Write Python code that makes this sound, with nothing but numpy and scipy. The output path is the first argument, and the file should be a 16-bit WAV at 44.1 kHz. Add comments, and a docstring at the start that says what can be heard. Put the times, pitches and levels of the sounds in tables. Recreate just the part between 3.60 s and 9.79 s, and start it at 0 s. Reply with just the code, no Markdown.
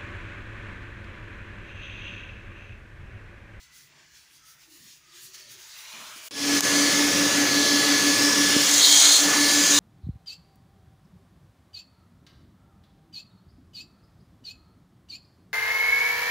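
"""A faint, muffled vacuum rush with fluttering treble builds up and stops short; then the two-motor
cleaner is heard close up, in mono. Air roars in the hose and hisses at the crevice nozzle. The motors
run a few turns a second apart, so their hum throbs and their whine is doubled. Pressed into the corner
of a window sill, the nozzle chokes the roar, shrieks through the remaining gap and draws in grit."""
import sys
import numpy as np
from scipy import signal
from scipy.fft import rfft, irfft, next_fast_len
from scipy.io import wavfile
from scipy.ndimage import uniform_filter1d, map_coordinates

SR = 44100
rng = np.random.default_rng(int(sys.argv[2]) if len(sys.argv) > 2 else 0)


def to_wav(s):
    """Save 16-bit WAV."""
    ch = np.atleast_2d(s).T  # columns
    pcm = np.round(np.clip(ch, -1, 1) * 32767)  # PCM
    wavfile.write(sys.argv[1], SR, pcm.astype(np.int16))


N = 272979
TIME_S = np.arange(N) / SR


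# Airflow spectra: freq_hz, relative_db
HOSE_ROAR = [(25, -35), (50, -24), (85, -19), (100, -4), (112, -10), (135, -2.5), (160, -10.5), (187, 3.5),
             (215, -5.5), (255, 2), (330, 1), (390, -3.5), (438, 1.5), (490, -6.5), (580, 0.5), (720, -26),
             (1100, -44)]
DUCT_RUSH = [(100, -50), (400, -5.5), (760, -3), (1000, -2.5), (1250, -1), (1500, -2), (1850, 0.5),
             (2200, 1.5), (2600, -4), (3200, -5.5), (5000, -40)]
LIP_HISS = [(300, -64), (1800, -18), (2700, -7), (3350, 0), (3700, -2.5), (4200, 0.5), (5100, 2), (5600, 0),
            (6500, 2.5), (7200, -3), (8000, -9.5), (9300, -7.5), (11000, -14), (13000, -19.5)]
LIP_FIZZ = [(1000, -60), (7000, -29), (10500, 4), (12000, -8), (13600, -7), (14600, 7), (15400, 8),
            (16000, -20)]
# Hiss envelope: time_s, level_db
HISS_ENVELOPE = [(2.8, -22.5), (3.1, -22.5), (3.4, -22.5), (3.85, -24), (4.3, -22), (5.3, -21.5),
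                 (5.7, -22), (6.1, -20.5)]
# Gulps of air in the duct: peak_s, length_s, gain_db
DUCT_GULPS = [(5.456, 0.18, 3.5), (5.74, 0.12, 3.5)]

def airflow(seal):
    """Turbulent air in hose, duct and nozzle; sealing chokes the roar and makes the lip sputter."""
    gulp_db = sum(db * swell(peak_s, length_s) for peak_s, length_s, db in DUCT_GULPS)
    roar = amp(-32.5 - 14 * seal) * turbulence(spectrum(HOSE_ROAR), patchy_db=0.5)
    duct = amp(-29 - 1.1 * seal + gulp_db) * turbulence(spectrum(DUCT_RUSH), patchy_db=1.57)
    hiss = amp(curve(HISS_ENVELOPE)) * turbulence(spectrum(LIP_HISS), patchy_db=2.13)
    fizz = amp(-43 + 9.7 * np.sqrt(seal)) * noise(spectrum(LIP_FIZZ))
    sputter = amp(0.4 * wobble(12) + 0.9 * seal * wobble(250))
    return roar + duct + (hiss + fizz) * sputter


# Slower shaft: time_s, speed_hz
SHAFT_SPEED = [(2.7, 283.3), (3.1, 285), (3.35, 286.4), (3.57, 286.9), (3.75, 285), (3.9, 284.1),
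               (4.3, 284.5), (5, 286), (5.7, 287.7), (6.19, 287)]
# Faster shaft's lead, the throb rate: time_s, lead_hz
SHAFT_LEAD = [(2.7, 1.7), (3.2, 4.1), (3.6, 5.32), (4.05, 5.98)]
# Shaft harmonics: multiple, slow_motor_db, fast_motor_db
HARMONICS = [(1, -31, -30), (2, -50, -52.5), (4, -44, -50), (6, -31.5, -36.5), (12, -63, -43)]
# Whine envelope: time_s, gain_db
WHINE_ENVELOPE = [(2.85, -3), (3.15, 0), (3.5, -4), (3.75, -1), (4.45, 1), (4.92, 0), (5.1, -3),
                  (5.45, 2.5), (6.0, 1.5)]

def motors(seal, choke_db=-11.5, opposed_s=5.068, lowest_whine_multiple=4):
    """Two rotors beat, the faster gaining one turn per throb. Less sound escapes a closed nozzle."""
    slow_turns = np.cumsum(curve(SHAFT_SPEED)) / SR
    lead_turns = np.cumsum(curve(SHAFT_LEAD)) / SR
    fast_turns = slow_turns + lead_turns - lead_turns[round(opposed_s * SR)] + 0.5
    multiples, slow_db, fast_db = np.transpose(HARMONICS)
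    whine = amp(curve(WHINE_ENVELOPE))
    tones = 0
    for turns, levels_db in ((slow_turns, slow_db), (fast_turns, fast_db)):
        angle = 2 * np.pi * turns + 0.03 * wobble(40)
        for multiple, db in zip(multiples, levels_db):
            gain = amp(db) * (whine if multiple >= lowest_whine_multiple else 1)
            tones += np.sqrt(2) * gain * np.sin(round(multiple) * angle)
    return amp(choke_db * seal ** 1.26 + 0.32 * wobble(25)) * tones


# Resonances of the nearly closed nozzle: centre_hz, width_hz, gain_db
RASP_MODES = [(3220, 120, -1.5), (3690, 360, -2.5), (4050, 210, 2.5), (4370, 170, -1.5)]
SHRIEK_MODES = [(5890, 420, -1), (6400, 360, 3.5), (7090, 450, 2), (8560, 1040, -7.5), (9900, 1000, -11.5)]
# Jet balance, positive towards the rasp: time_s, tilt_db
JET_BALANCE = [(4.95, -0.5), (5.14, -4), (5.23, 3), (5.4, -1.5), (5.58, 0), (5.8, -6), (6.1, -3.5)]

def gap_jet(seal, flutter_db=1.46):
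    """The jet through the last gap grows with the seal, sputters and rings the nozzle's resonances."""
    tilt_db = curve(JET_BALANCE)
    rasp = amp(-18 + tilt_db) * seal ** 1.36 * turbulence(resonances(RASP_MODES), patchy_db=3.0)
    shriek = amp(-18 - tilt_db) * seal ** 1.17 * turbulence(resonances(SHRIEK_MODES), patchy_db=2.5)
    low_cut = spectrum([(1200, -20), (3000, -0.5)])
    return amp(flutter_db * wobble(220)) * filtered(rasp + shriek, low_cut)


# Nozzle passes: peak_s, length_s, level_db, pitch_hz, glide_hz_per_s, width_hz
NOZZLE_PASSES = [(3.42, 0.4, -34, 6490, 48.5, 807), (4.151, 0.52, -29.5, 4240, 602, 798),
                 (4.701, 0.43, -26.5, 5460, 2300, 955), (5.25, 0.065, -18, 4070, -1500, 600),
                 (5.365, 0.14, -23.5, 3230, 0.5, 199.4), (5.85, 0.37, -29, 4100, -600, 908),
                 (6.182, .08, -24, 3750, -200, 502)]

def nozzle_rings():
    """The air between nozzle and sill rings, gliding as the nozzle moves."""
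    rings = 0
    for peak_s, length_s, db, pitch_hz, glide_hz_per_s, width_hz in NOZZLE_PASSES:
        gliding_hz = pitch_hz + glide_hz_per_s * (TIME_S - peak_s)
        rings += amp(db) * swell(peak_s, length_s) * fuzzy_tone(gliding_hz, width_hz)
    return rings


def grit(seal, sealed_grains_per_s=110, gain_db=-18.5):
    """Grains tick up the tube, more of them as the nozzle nears the sill."""
    hits = rng.random(N) < sealed_grains_per_s * seal / SR
    sizes = amp(3.9 * np.minimum(rng.exponential(size=N), 3))
    signs = rng.choice([-1, 1], N)
    tube = resonances([(4200, 1800, -16), (6900, 1600, 15.5), (12000, 5000, 0)])
    return amp(gain_db) * filtered(hits * sizes * signs, tube)


def sill_tap(time_s=4.9663, centre_hz=270, gain_db=-10.5):
    """The nozzle meets the sill: one low push with no ring."""
    phase = 2 * np.pi * centre_hz * (TIME_S - time_s)
    push = phase * np.exp(-phase ** 2 / 2)
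    return amp(gain_db) * filtered(push, spectrum([(40, -12), (200, 1.5)]))


# Handling bumps: start_s, level_db, pitch_hz, t60_s
HANDLING_BUMPS = [(1.2, -60.5, 190, 0.43), (2.336, -57, 240, 0.67), (2.38, -53, 230, .4),
                  (2.56, -56, 306, .25)]
# Sharp ticks: start_s, level_db
TICKS = [(3.007, -7), (5.018, -15), (5.032, -20)]

def knocks(bump_attack_s=0.0018, tick_t60_s=0.0076):
    """Dull bumps of handling and a few sharp ticks, each a decaying burst of noise."""
    bursts = np.zeros(N)
    for start_s, db, pitch_hz, t60_s in HANDLING_BUMPS:
        age_s = np.maximum(TIME_S - start_s, 0)
        mode = resonances([(pitch_hz, pitch_hz / 2, 0)])
        thud = noise(lambda hz: mode(hz) ** 2)
        attack = 1 - np.exp(-age_s / bump_attack_s)
        bursts += attack * amp(db - 60 * age_s / t60_s) * thud
    for start_s, db in TICKS:
        snap = noise(spectrum([(500, -5), (4000, -8), (7000, 3), (10000, -10), (15000, -6)]))
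        decay = (TIME_S >= start_s) * amp(db - 60 * np.abs(TIME_S - start_s) / tick_t60_s)
        bursts += filtered(decay * snap, spectrum([(100, -16), (2000, 0)]))
    return bursts


# Muffled rush spectrum: freq_hz, relative_db
RUSH_SPECTRUM = [(240, -41), (400, -9.5), (552, -18.5), (614, -7.5), (749, -16.5), (900, -7), (1360, -7.5),
                 (1630, -4.5), (2430, -3.5), (3410, -5), (6480, -2.5), (8150, -10), (9950, -7),
                 (13300, -15.5), (15500, -2)]
# Build-up: time_s, strength (0-1)
RUSH_BUILD = [(0, 0), (1.44, 0), (1.56, 0.14), (1.9, 0.46), (2.35, 1), (2.68, 0.89)]
# Bands, low to high: rest_db, full_db, strength_exponent, swell_offset_db, flutter_db
RUSH_BANDS = [(-77, -52.5, 2, -28, 1.5), (-63.5, -46.5, 1.4, -11, 1.2), (-63, -46.5, 0.53, 0.5, 1.1),
              (-74, -49.5, 0.53, -3, 1.3)]
# Dull and bright swells: peak_s, length_s, level_db, tilt_db_per_band
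RUSH_SWELLS = [(.03, 0.09, -60, -1), (.165, 0.087, -56, 4), (.23, 0.11, -60, 4), (.39, .16, -64.5, -13),
               (.59, 0.15, -57, -2), (0.754, 0.11, -59, 3), (.9, 0.12, -57, 4), (1.03, 0.084, -57.5, 3),
               (1.154, 0.11, -56.5, 6.5), (1.287, 0.2, -52, 0.5), (1.59, 0.12, -50, -0.5),
               (1.655, 0.081, -51, 7.5), (1.751, 0.032, -46, -1.5), (1.794, .07, -50.5, -.5),
               (1.92, 0.067, -50.5, 3), (2.017, 0.067, -50, 2), (2.58, 0.037, -55, 11),
               (2.662, 0.057, -49.5, 9)]

def muffled_rush(edges_hz=(450, 1150, 3200, 7800, 16000)):
    """A faint, muffled vacuum rush with fluttering treble builds, swelling in dull and bright patches."""
    strength = np.maximum(curve(RUSH_BUILD), 0)
    air = 0
    for band, (rest_db, full_db, exponent, offset_db, flutter_db) in enumerate(RUSH_BANDS):
        low_hz, high_hz = edges_hz[band:band + 2]

        def response(hz):
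            rolloff = (1 + (low_hz / (hz + 1)) ** 12) * (1 + (hz / high_hz) ** 12)
            return spectrum(RUSH_SPECTRUM)(hz) / np.sqrt(rolloff)

        steady = amp(rest_db + (full_db - rest_db) * strength ** exponent)
        patches = swells([(peak_s, length_s, db + offset_db + tilt_db * (band - 2))
                          for peak_s, length_s, db, tilt_db in RUSH_SWELLS])
        flutter = amp(flutter_db * wobble(25))
        air += np.hypot(steady, patches) * flutter * turbulence(response, patchy_db=2.36)
    return air


# Low room spectra: freq_hz, relative_db
RUMBLE_SPECTRUM = [(20, -26), (55, 1), (85, 1), (140, -34), (400, -60)]
BOOM_SPECTRUM = [(60, -30), (105, -3), (145, 5), (200, -10.5), (260, -8), (400, -11), (700, -50)]
# Soft booms and stretches of hum: peak_s, length_s, level_db
BOOM_SWELLS = [(.36, 0.33, -68), (1.26, 0.24, -67), (1.66, 0.085, -66), (1.92, 0.18, -65)]
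HUM_SWELLS = [(.75, 0.09, -71), (1.13, .16, -64.5), (1.61, 0.26, -66), (1.8, 0.12, -67), (1.96, 0.17, -68)]
# Rising hum: time_s, pitch_hz
HUM_PITCH = [(1.05, 312), (1.5, 344), (1.9, 384), (2.1, 376)]
# Faint squeaks: peak_s, length_s, pitch_hz, level_db
FAINT_SQUEAKS = [(.13, .4, 2000, -63.5), (0.886, 0.19, 1300, -67), (1.504, .14, 1230, -65),
                 (1.865, 0.13, 584, -68)]

def room(rumble_db=-77, boom_rest_db=-74.5):
    """The room rumbles and booms; a weak rising hum and thin squeaks come and go."""
    rumble = amp(rumble_db) * noise(spectrum(RUMBLE_SPECTRUM))
    boom = np.hypot(amp(boom_rest_db), swells(BOOM_SWELLS)) * noise(spectrum(BOOM_SPECTRUM))
    hum = swells(HUM_SWELLS) * fuzzy_tone(curve(HUM_PITCH), width_hz=71)
    squeaks = sum(amp(db) * swell(peak_s, length_s) * fuzzy_tone(pitch_hz, width_hz=110)
                  for peak_s, length_s, pitch_hz, db in FAINT_SQUEAKS)
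    return amp(1.5 * wobble(8.9)) * (rumble + boom) + hum + squeaks


def amp(db):
    """Decibels to gain."""
    return 10 ** (np.asarray(db) / 20)


def unit(x):
    """Scaled to rms 1."""
    return x / np.sqrt(np.mean(x ** 2) + 1e-20)


def curve(points):
    """One value per sample through (time_s, value) points."""
    return np.interp(TIME_S, *np.transpose(points))


def swell(peak_s, length_s):
    """A bell-shaped rise and fall of height 1."""
    return np.exp(-(2 * (TIME_S - peak_s) / length_s) ** 2)


def swells(rows):
    """Gain of (peak_s, length_s, level_db) swells, summed in power."""
    return np.sqrt(sum((amp(db) * swell(peak_s, length_s)) ** 2 for peak_s, length_s, db in rows))


def wobble(knots_per_s):
    """A smooth random curve."""
    knots = rng.standard_normal(int(N * knots_per_s / SR) + 4)
    return map_coordinates(knots, [TIME_S * knots_per_s])


def filtered(x, response):
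    """Apply a frequency response by padded FFT."""
    size = next_fast_len(N + SR // 2)
    return irfft(rfft(x, size) * response(np.fft.rfftfreq(size, 1 / SR)), size)[:N]


def spectrum(points):
    """Response through (freq_hz, gain_db) points on a log axis."""
    freq_hz, db = np.transpose(sorted(points))
    return lambda hz: amp(np.interp(np.log(hz + 1), np.log(freq_hz), db))


def resonances(modes):
    """Response of (centre_hz, width_hz, gain_db) modes, alternating in sign."""
    return lambda hz: sum(
        (-1) ** k * amp(db) * 1j * hz * width_hz / (centre_hz ** 2 - hz ** 2 + 1j * hz * width_hz)
        for k, (centre_hz, width_hz, db) in enumerate(modes))


def noise(response):
    """Coloured noise of rms 1."""
    return unit(filtered(rng.standard_normal(N), response))


def turbulence(response, patchy_db):
    """Coloured noise of rms 1 whose bands swell and sink in patches."""
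    frames = signal.stft(noise(response), nperseg=1024)[2]
    patches = uniform_filter1d(rng.standard_normal(frames.shape), size=6, axis=0)
    patches = uniform_filter1d(patches, size=16, axis=1)
    frames *= amp(patchy_db * unit(patches))
    return unit(signal.istft(frames, nperseg=1024)[1][:N])


def fuzzy_tone(pitch_hz, width_hz):
    """Narrow-band noise of rms 1 around a steady or moving pitch."""
    drift = wobble(width_hz) + 1j * wobble(width_hz)
    cycles = np.cumsum(pitch_hz * np.ones(N)) / SR
    return unit(np.real(drift * np.exp(2j * np.pi * cycles)))


def fade_in(start_s=2.709, length_s=0.25, start_gain=0.11, dip_db=-12.5):
    """Gain of the close sound: a straight rise, then one brief dip."""
    rise = (TIME_S - start_s) / length_s
    dip = amp(dip_db * swell(peak_s=3.014, length_s=0.038))
    return (rise > 0) * np.clip(rise, start_gain, 1) * dip


# Nozzle closure against the sill: time_s, seal (0 open, 1 sealed)
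NOZZLE_SEAL = [(3.9, 0), (4.78, 0), (4.99, 0.16), (5.06, 0.41), (5.25, 0.92), (5.4, 0.98), (5.57, 1),
               (5.67, 0.16), (5.82, 0.19), (5.93, 0.24), (6.17, 0.43)]

def scene(faint_end_s=2.685):
    """The muffled rush, a moment of near silence, then the nozzle close up; both channels alike."""
    seal = np.clip(curve(NOZZLE_SEAL), 0, 1)
    close = motors(seal) + airflow(seal) + nozzle_rings() + gap_jet(seal) + grit(seal)
    faint = (muffled_rush() + room()) * (TIME_S < faint_end_s)
    noise_floor = amp(-74) * noise(spectrum([(30, -4), (500, 0), (15000, -9)]))
    mono = faint + fade_in() * close + knocks() + sill_tap() + noise_floor
    return np.array([mono, mono])


def record(dry):
    """Brick-wall low-pass."""
    cutoff_hz = 15600
    return np.array([filtered(channel, lambda hz: hz < cutoff_hz) for channel in dry])


dry = scene()
out = record(dry)
to_wav(out)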